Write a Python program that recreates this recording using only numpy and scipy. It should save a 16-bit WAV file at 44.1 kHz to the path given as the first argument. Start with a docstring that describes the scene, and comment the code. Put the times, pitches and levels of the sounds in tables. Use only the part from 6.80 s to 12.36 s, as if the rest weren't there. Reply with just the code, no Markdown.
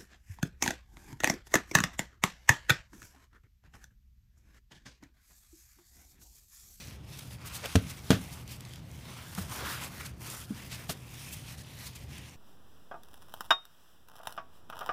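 """Gloved hands pack wet snow in a quiet yard at night, over a low hum of far machinery.
From the start the gloves rustle and fizz over the snow and clumps give way. Two hard pats on a snowball
(0.95 s, 1.3 s) ring the cupped hands, and the house walls answer. Crumbs fall as the hands part.
The hands reach down (2.6 s), rake up two scoops (2.9 s, 3.2 s), press them on (3.7 s, 4.1 s)
and keep rubbing to the end."""
import sys
import numpy as np
from scipy import signal
from scipy.fft import rfft, irfft, next_fast_len
from scipy.io import wavfile
from scipy.ndimage import uniform_filter1d, map_coordinates

SR = 44100
rng = np.random.default_rng(int(sys.argv[2]) if len(sys.argv) > 2 else 0)


def bounce(signal):
    """Save signal as a 16-bit WAV file at the path given by the first command-line argument."""
    frames = np.transpose(np.atleast_2d(signal))
    limited = np.clip(frames, -1, 1)
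    pcm = np.round(limited * 32767).astype(np.int16)
    wavfile.write(sys.argv[1], SR, pcm)


N = 245195


def amp(db):
    """Decibels to gain."""
    return 10 ** (np.asarray(db) / 20)


def unit(x):
    """Scale to rms 1."""
    return x / np.sqrt(np.mean(x ** 2) + 1e-20)


def along(points, hz):
    """Interpolate (freq_hz, value) points on a log frequency axis."""
    freqs_hz, values = np.transpose(points)
    return np.interp(np.log(hz + 1), np.log(freqs_hz + 1), values)


def wobble(rate_hz):
    """Smooth random curve, rate_hz knots a second."""
    knots = rng.standard_normal(int(N * rate_hz / SR) + 4)
    return map_coordinates(knots, [np.arange(N) * rate_hz / SR])


def swell(t, half_s):
    """Gaussian rise and fall round t = 0."""
    return np.exp(-.5 * (t / half_s) ** 2)


def filtered(x, response):
    """Apply a frequency response."""
    size = next_fast_len(len(x) + 8192)
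    return irfft(rfft(x, size) * response(np.fft.rfftfreq(size, 1 / SR)), size)[:len(x)]


def coloured(x, spectrum):
    """Shape x by a spectrum, at rms 1."""
    return unit(filtered(x, lambda hz: amp(along(spectrum, hz))))


def resonant(x, centre_hz, q):
    """One broad causal resonance."""
    width_hz = centre_hz / q
    return filtered(x, lambda hz: 1j * hz * width_hz / (centre_hz ** 2 - hz ** 2 + 1j * hz * width_hz))


def grains(count, rate_hz, spread_db, smooth_db):
    """Tiny fractures of random size over the smooth hiss of sliding."""
    breaks = rng.random(count) < rate_hz / SR
    sizes = amp(spread_db * np.minimum(rng.exponential(size=count), 3))
    signs = rng.choice([-1, 1], count)
    return unit(unit(breaks * sizes * signs) + amp(smooth_db) * rng.standard_normal(count))


def add(track, start_s, sound):
    """Mix a sound into the track."""
    start = max(round(start_s * SR), 0)
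    track[start:start + len(sound)] += sound[:N - start]


def hum():
    """Far machinery: low rumble and a slightly unsteady mains line."""
    # freq_hz, level_db
    rumble_spectrum = [(20, -13), (40, -5), (55, -1.5), (75, 4), (100, -2), (135, 2), (180, -6.5),
                       (250, -11), (400, -19.5), (800, -23.5), (2000, -41.5), (6000, -68), (15000, -64)]
    rumble = amp(-47.5 + 1.1 * wobble(5.7)) * coloured(rng.standard_normal(N), rumble_spectrum)
    mains_hz = 120 + .7 * wobble(3)
    mains = amp(-53 + 1.5 * wobble(4)) * np.sin(2 * np.pi * np.cumsum(mains_hz) / SR)
    return rumble + mains


def yard(x):
    """House walls answer a moment later; the snow cover soaks up all but the bass."""
    # freq_hz, t60_s
    decay_times = [(80, 0.36), (200, 0.42), (330, 0.11), (2000, 0.043), (10000, 0.072)]
    delay_s, soak_hz = .042, 350
    hz, t, noise = signal.stft(rng.standard_normal(SR // 2), SR, nperseg=512)
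    decay = amp(-60 * t / along(decay_times, hz)[:, None])
    tail = signal.istft(noise * decay, SR, nperseg=512)[1]
    tail = filtered(tail / np.linalg.norm(tail), lambda f: 1 / (1 + 1j * f / soak_hz))
    answer = np.zeros(N)
    add(answer, delay_s, signal.fftconvolve(x, tail)[:N])
    return answer


def crumbs():
    """Large crumbs land or snap with a tick; small ones drop as the hands part."""
    # start_s, peak_db, pitch_hz
    large = [(1.678, -36.5, 5000), (1.807, -34, 5900), (1.851, -36, 3640), (1.936, -33, 3380),
             (1.959, -37.5, 3700), (2.115, -40.5, 9000), (2.55, -28, 6100), (3.501, -26, 8700),
             (5.383, -35, 8050)]
    small = [(1.7 + .3 * when, -47 + 10 * (size - .5), 7500 * 2 ** (pitch - .5))
             for when, size, pitch in rng.random(size=(6, 3))]
    t60_s = .011
    out, t = np.zeros(N), np.arange(SR // 20) / SR
    for start_s, peak_db, pitch_hz in large + small:
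        tick = resonant(rng.standard_normal(len(t)) * amp(-60 * t / t60_s), pitch_hz, q=.9)
        add(out, start_s, amp(peak_db) * tick / np.abs(tick).max())
    return out


def crunches():
    """Each clump collapses in a short swell of fractures."""
    # middle_s, level_db, half_length_s, centre_hz
    clumps = [(0.392, -36, 0.0033, 7000), (0.648, -46, 0.0035, 1400), (0.672, -37.5, 0.011, 6960),
              (0.757, -33, 0.016, 5370), (0.851, -34.5, 0.014, 530), (0.852, -34, 0.015, 1900),
              (0.86, -29.5, 0.0028, 2760), (1.104, -36.5, 0.0095, 4260), (1.322, -46, 0.033, 3400),
              (1.531, -42, 0.011, 5000), (1.718, -40, 0.0087, 4500), (2.585, -32, 0.0053, 1060),
              (2.588, -37.5, 0.013, 9200), (2.62, -39, 0.01, 8000), (2.825, -35.5, 0.012, 493),
              (2.911, -35, 0.043, 13000), (3.046, -38, .009, 6030), (3.208, -36.5, .006, 1370),
              (3.212, -40, .006, 9000), (3.261, -37, 0.0083, 4030), (3.518, -39, 0.014, 5060),
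              (3.933, -35.5, 0.019, 3040), (4.096, -36, 0.0041, 637), (4.1, -30.5, 0.0025, 5900),
              (4.109, -31, 0.013, 6100), (4.536, -35, 0.01, 7000), (5.069, -36.5, 0.009, 4700),
              (5.16, -40.5, 0.0067, 4700)]
    out, t = np.zeros(N), np.arange(SR // 5) / SR - .1
    for middle_s, level_db, half_s, centre_hz in clumps:
        fractures = grains(len(t), rate_hz=4000, spread_db=3.5, smooth_db=-2)
        q = 2.2 * (1000 / centre_hz) ** .83  # big, low clumps ring more
        crunch = unit(resonant(fractures, centre_hz, q))
        add(out, middle_s + t[0], amp(level_db - 6) * swell(t, half_s) * crunch)
    return out


def crackle():
    """Larger wet crystals pop under the glove, each at its own pitch."""
    rate_hz, decay_cycles = 70, 2
    when, pitch, size = rng.random((int(rate_hz * N / SR), 3)).T[:, :, None]
    pitch_hz = 2500 * 6 ** pitch
    offsets = np.arange(SR // 200)
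    cycles = pitch_hz * offsets / SR
    pops = amp(6.5 + 10 * size ** 3) * np.exp(-cycles / decay_cycles) * np.sin(2 * np.pi * cycles)
    positions = (when * N).astype(int) + offsets
    return np.bincount(positions.ravel(), pops.ravel(), N)[:N]


def friction(spectrum, rate_hz, spread_db, smooth_db):
    """Grainy rub whose colour shifts as the contact moves over cloth and snow."""
    patch_db = 1.9
    rub = coloured(grains(N, rate_hz, spread_db, smooth_db), spectrum)
    frames = signal.stft(rub, nperseg=512)[2]
    patches = rng.standard_normal(frames.shape)
    for _ in range(2):
        patches = uniform_filter1d(uniform_filter1d(patches, size=6, axis=0), size=14, axis=1)
    return unit(signal.istft(frames * amp(patch_db * unit(patches)), nperseg=512)[1][:N])


def stroke(start_s, length_s):
    """Gain of one glove stroke: fastest and loudest halfway through."""
    attack_s, release_s, arch_db = .058, .032, 5.5
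    t = np.arange(N) / SR - start_s
    attack = .5 * (1 + np.tanh(2 * t / attack_s))
    release = .5 * (1 + np.tanh(2 * (length_s - t) / release_s))
    return attack * release * amp(-arch_db * np.clip(2 * t / length_s - 1, -1, 1) ** 2)


def rubbing():
    """Gloves slide over snow: cloth friction, crystal fizz and the duller scrape of digging."""
    # start_s, length_s, rub_db, fizz_re_rub_db, scrape_re_rub_db
    strokes = [(-0.06, 0.23, -53.5, -1, -19), (0.264, 0.22, -53.5, -0.5, -6.5),
               (0.472, 0.098, -53.5, 1.5, -10), (0.602, 0.37, -50.5, -4.5, 0), (0.83, 0.17, -46.5, -4, -10),
               (0.975, 0.23, -51.5, -3, -5), (1.162, 0.48, -53, 1, -0.5), (1.669, 0.11, -51, 0.5, -23),
               (1.767, 0.24, -56.5, -5.5, -5), (1.996, 0.16, -65.5, -2, -8), (2.1, 0.15, -59.5, 0.5, -19),
               (2.225, 0.24, -52.5, -3, 1.5), (2.437, 0.28, -52.5, 0, 2), (2.694, 0.11, -45.5, 2.5, 5.5),
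               (2.772, 0.23, -45.5, -7, 5), (2.979, 0.11, -46.5, 1, 5.5), (3.079, 0.23, -53, 1, 4),
               (3.403, 0.17, -48.5, 3, 0), (3.525, 0.14, -53, 5, 0), (3.643, 0.12, -61, 4, 4),
               (3.72, 0.18, -53, 0, -5), (3.886, 0.2, -54, 0, 0), (4.103, 0.27, -60, 0.5, -6),
               (4.277, 0.38, -51, 0, -12.5), (4.64, 0.12, -50.5, -0.5, -14),
               (4.764, 0.069, -52.5, -0.5, -15), (4.812, 0.16, -55.5, -4, -9), (4.951, 0.17, -51, 0, -14),
               (5.09, 0.18, -57, -2, -15), (5.281, 0.13, -50.5, -5, -18), (5.381, 0.17, -55, -4.5, -20)]
    # freq_hz, level_db
    cloth_spectrum = [(200, -18.5), (900, -3), (1400, -6), (2000, 2.5), (2700, 2), (3500, 0), (4200, -3),
                      (6000, -4.5), (8000, -13), (15000, -34)]
    fizz_spectrum = [(2000, -35), (5000, 1.5), (6800, 0), (9500, 2.5), (13000, -1), (15500, -1.5)]
    scrape_spectrum = [(120, 3), (300, -1), (480, -4.5), (750, -3.5), (1100, 0.5), (1550, -1), (2100, -14),
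                       (3500, -13), (9000, -21)]
    idle_db = [[-67], [-72], [-65]]  # rub, fizz, scrape: the gloves never keep quite still
    power = np.zeros((3, N)) + amp(idle_db) ** 2
    for start_s, length_s, rub_db, fizz_re_rub_db, scrape_re_rub_db in strokes:
        gains = amp([[rub_db], [rub_db + fizz_re_rub_db], [rub_db + scrape_re_rub_db]])
        power += (gains * stroke(start_s, length_s)) ** 2
    rub_gain, fizz_gain, scrape_gain = np.sqrt(power)
    grip_db = wobble(70)  # the glove catches and slips
    cloth = rub_gain * amp(-.04) * friction(cloth_spectrum, rate_hz=2200, spread_db=4, smooth_db=.5)
    fizz = fizz_gain * amp(-.5) * friction(fizz_spectrum, rate_hz=900, spread_db=3.5, smooth_db=-.5)
    scrape = scrape_gain * amp(-1.5) * friction(scrape_spectrum, rate_hz=900, spread_db=-4.5, smooth_db=1)
    return amp(grip_db) * (cloth + fizz + scrape) + rub_gain * crackle()


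def raking():
    """Fingers rasp through the crust; the gap under the closing glove rises in pitch."""
    # middle_s, half_length_s, level_db, middle_hz, rise_oct_per_s
    scoops = [(2.876, 0.063, -42.5, 1570, 1.4), (3.21, 0.056, -50.5, 1990, 5.5)]
    relative_width = .18
    out, t = np.zeros(N), np.arange(SR) / SR - .5
    for middle_s, half_s, level_db, middle_hz, rise_oct_per_s in scoops:
        fractures = grains(SR, rate_hz=1000, spread_db=11, smooth_db=1)
        hz, frame_s, frames = signal.stft(fractures, SR, nperseg=256)
        gap_hz = middle_hz * 2 ** (rise_oct_per_s * (frame_s - .5))
        detuning = (hz[:, None] / gap_hz - 1) / relative_width
        rasp = unit(signal.istft(frames / (1 + detuning ** 2), SR, nperseg=256)[1][:SR])
        add(out, middle_s + t[0], amp(level_db) * swell(t, half_s) * rasp)
    return out


def pats():
    """A pat pushes out air, rings the hollow of the hands, crushes the crust and sprays crumbs."""
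    # start_s, push_db, push_hz, push_swell_s, ring_db, hardness_hz, crush_db, crush_s, spray_db
    contacts = [(0.9545, -14, 93.4, 0.017, -12.5, 1480, -21.5, 0.0024, -29),
                (1.3046, -26.5, 109.6, 0.029, -9, 1610, -18.5, 0.0015, -20),
                (2.5783, -28.5, 186, 0.015, -46, 260, -63, 0.0038, -38),
                (2.588, -36.5, 89, 0.037, -60, 150, -68, 0.003, -64),
                (3.709, -24.5, 209, 0.0057, -18, 170, -77, .003, -66),
                (4.0925, -30.5, 155, 0.0083, -38.5, 750, -34, 0.0041, -33)]
    # pitch_hz, level_db, t60_s
    hollow_modes = [(140, -14, .25), (190, 2, .09), (258, 2, .085), (348, -8, .06), (440, -4, .08),
                    (595, -11, .075), (675, -14, .065), (1470, -14, .045)]
    # freq_hz, level_db
    crush_spectrum = [(100, -7), (400, -4), (620, 22), (950, 5), (1400, 14.5), (2000, 6.5), (3000, 12.5),
                      (6000, 5.5), (10000, 0.5), (15500, -8.5)]
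    spray_spectrum = [(100, 16.5), (550, 7.5), (900, -3), (1500, 3.5), (2100, -3), (3400, 0), (4700, -6.5),
                      (6000, -7), (9000, -17), (15500, -18)]
    air_lead_s, spray_t60_s = .0055, .19
    out, t = np.zeros(N), np.arange(SR // 2) / SR
    for start_s, push_db, push_hz, swell_s, ring_db, hardness_hz, crush_db, crush_s, spray_db in contacts:
        push_gain = amp(push_db) * (t / swell_s * np.exp(1 - t / swell_s)) ** 3
        add(out, start_s - air_lead_s, push_gain * np.sin(2 * np.pi * push_hz * t))
        # soft contact: weak upper modes, gentle onset
        ring = np.zeros(len(t))
        for pitch_hz, level_db, t60_s in hollow_modes:
            mode_gain = amp(ring_db + level_db - 4.5 - 60 * t / t60_s) / (1 + (pitch_hz / hardness_hz) ** 2)
            ring -= mode_gain * np.sin(2 * np.pi * pitch_hz * t)
        ring *= 1 - np.exp(-2 * hardness_hz * t)
        # dense crystal breaks merge into a short rush
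        crush_gain = amp(crush_db) * t / crush_s * np.exp(1 - t / crush_s)
        crush = crush_gain * coloured(rng.standard_normal(len(t)), crush_spectrum)
        spray_gain = amp(spray_db - 60 * t / spray_t60_s) * (1 - np.exp(-t / (2 * crush_s)))
        spray = spray_gain * coloured(rng.standard_normal(len(t)), spray_spectrum)
        add(out, start_s, ring + crush + spray)
    return out


def scene():
    """Hands close by, the yard around them; mono."""
    blows = pats()
    return (blows + amp(-21.5) * yard(blows) + rubbing() + raking() + crunches() + crumbs() + hum())[None]


def record(dry):
    """Thin the deepest bass and cut the top treble steeply."""
    low_cut_hz, top_hz = 52, 15380
    thin = signal.sosfilt(signal.butter(2, low_cut_hz, "highpass", fs=SR, output="sos"), dry)
    return np.array([filtered(x, lambda hz: 1 / np.sqrt(1 + (hz / top_hz) ** 300)) for x in thin])


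dry = scene()
out = record(dry)
bounce(out)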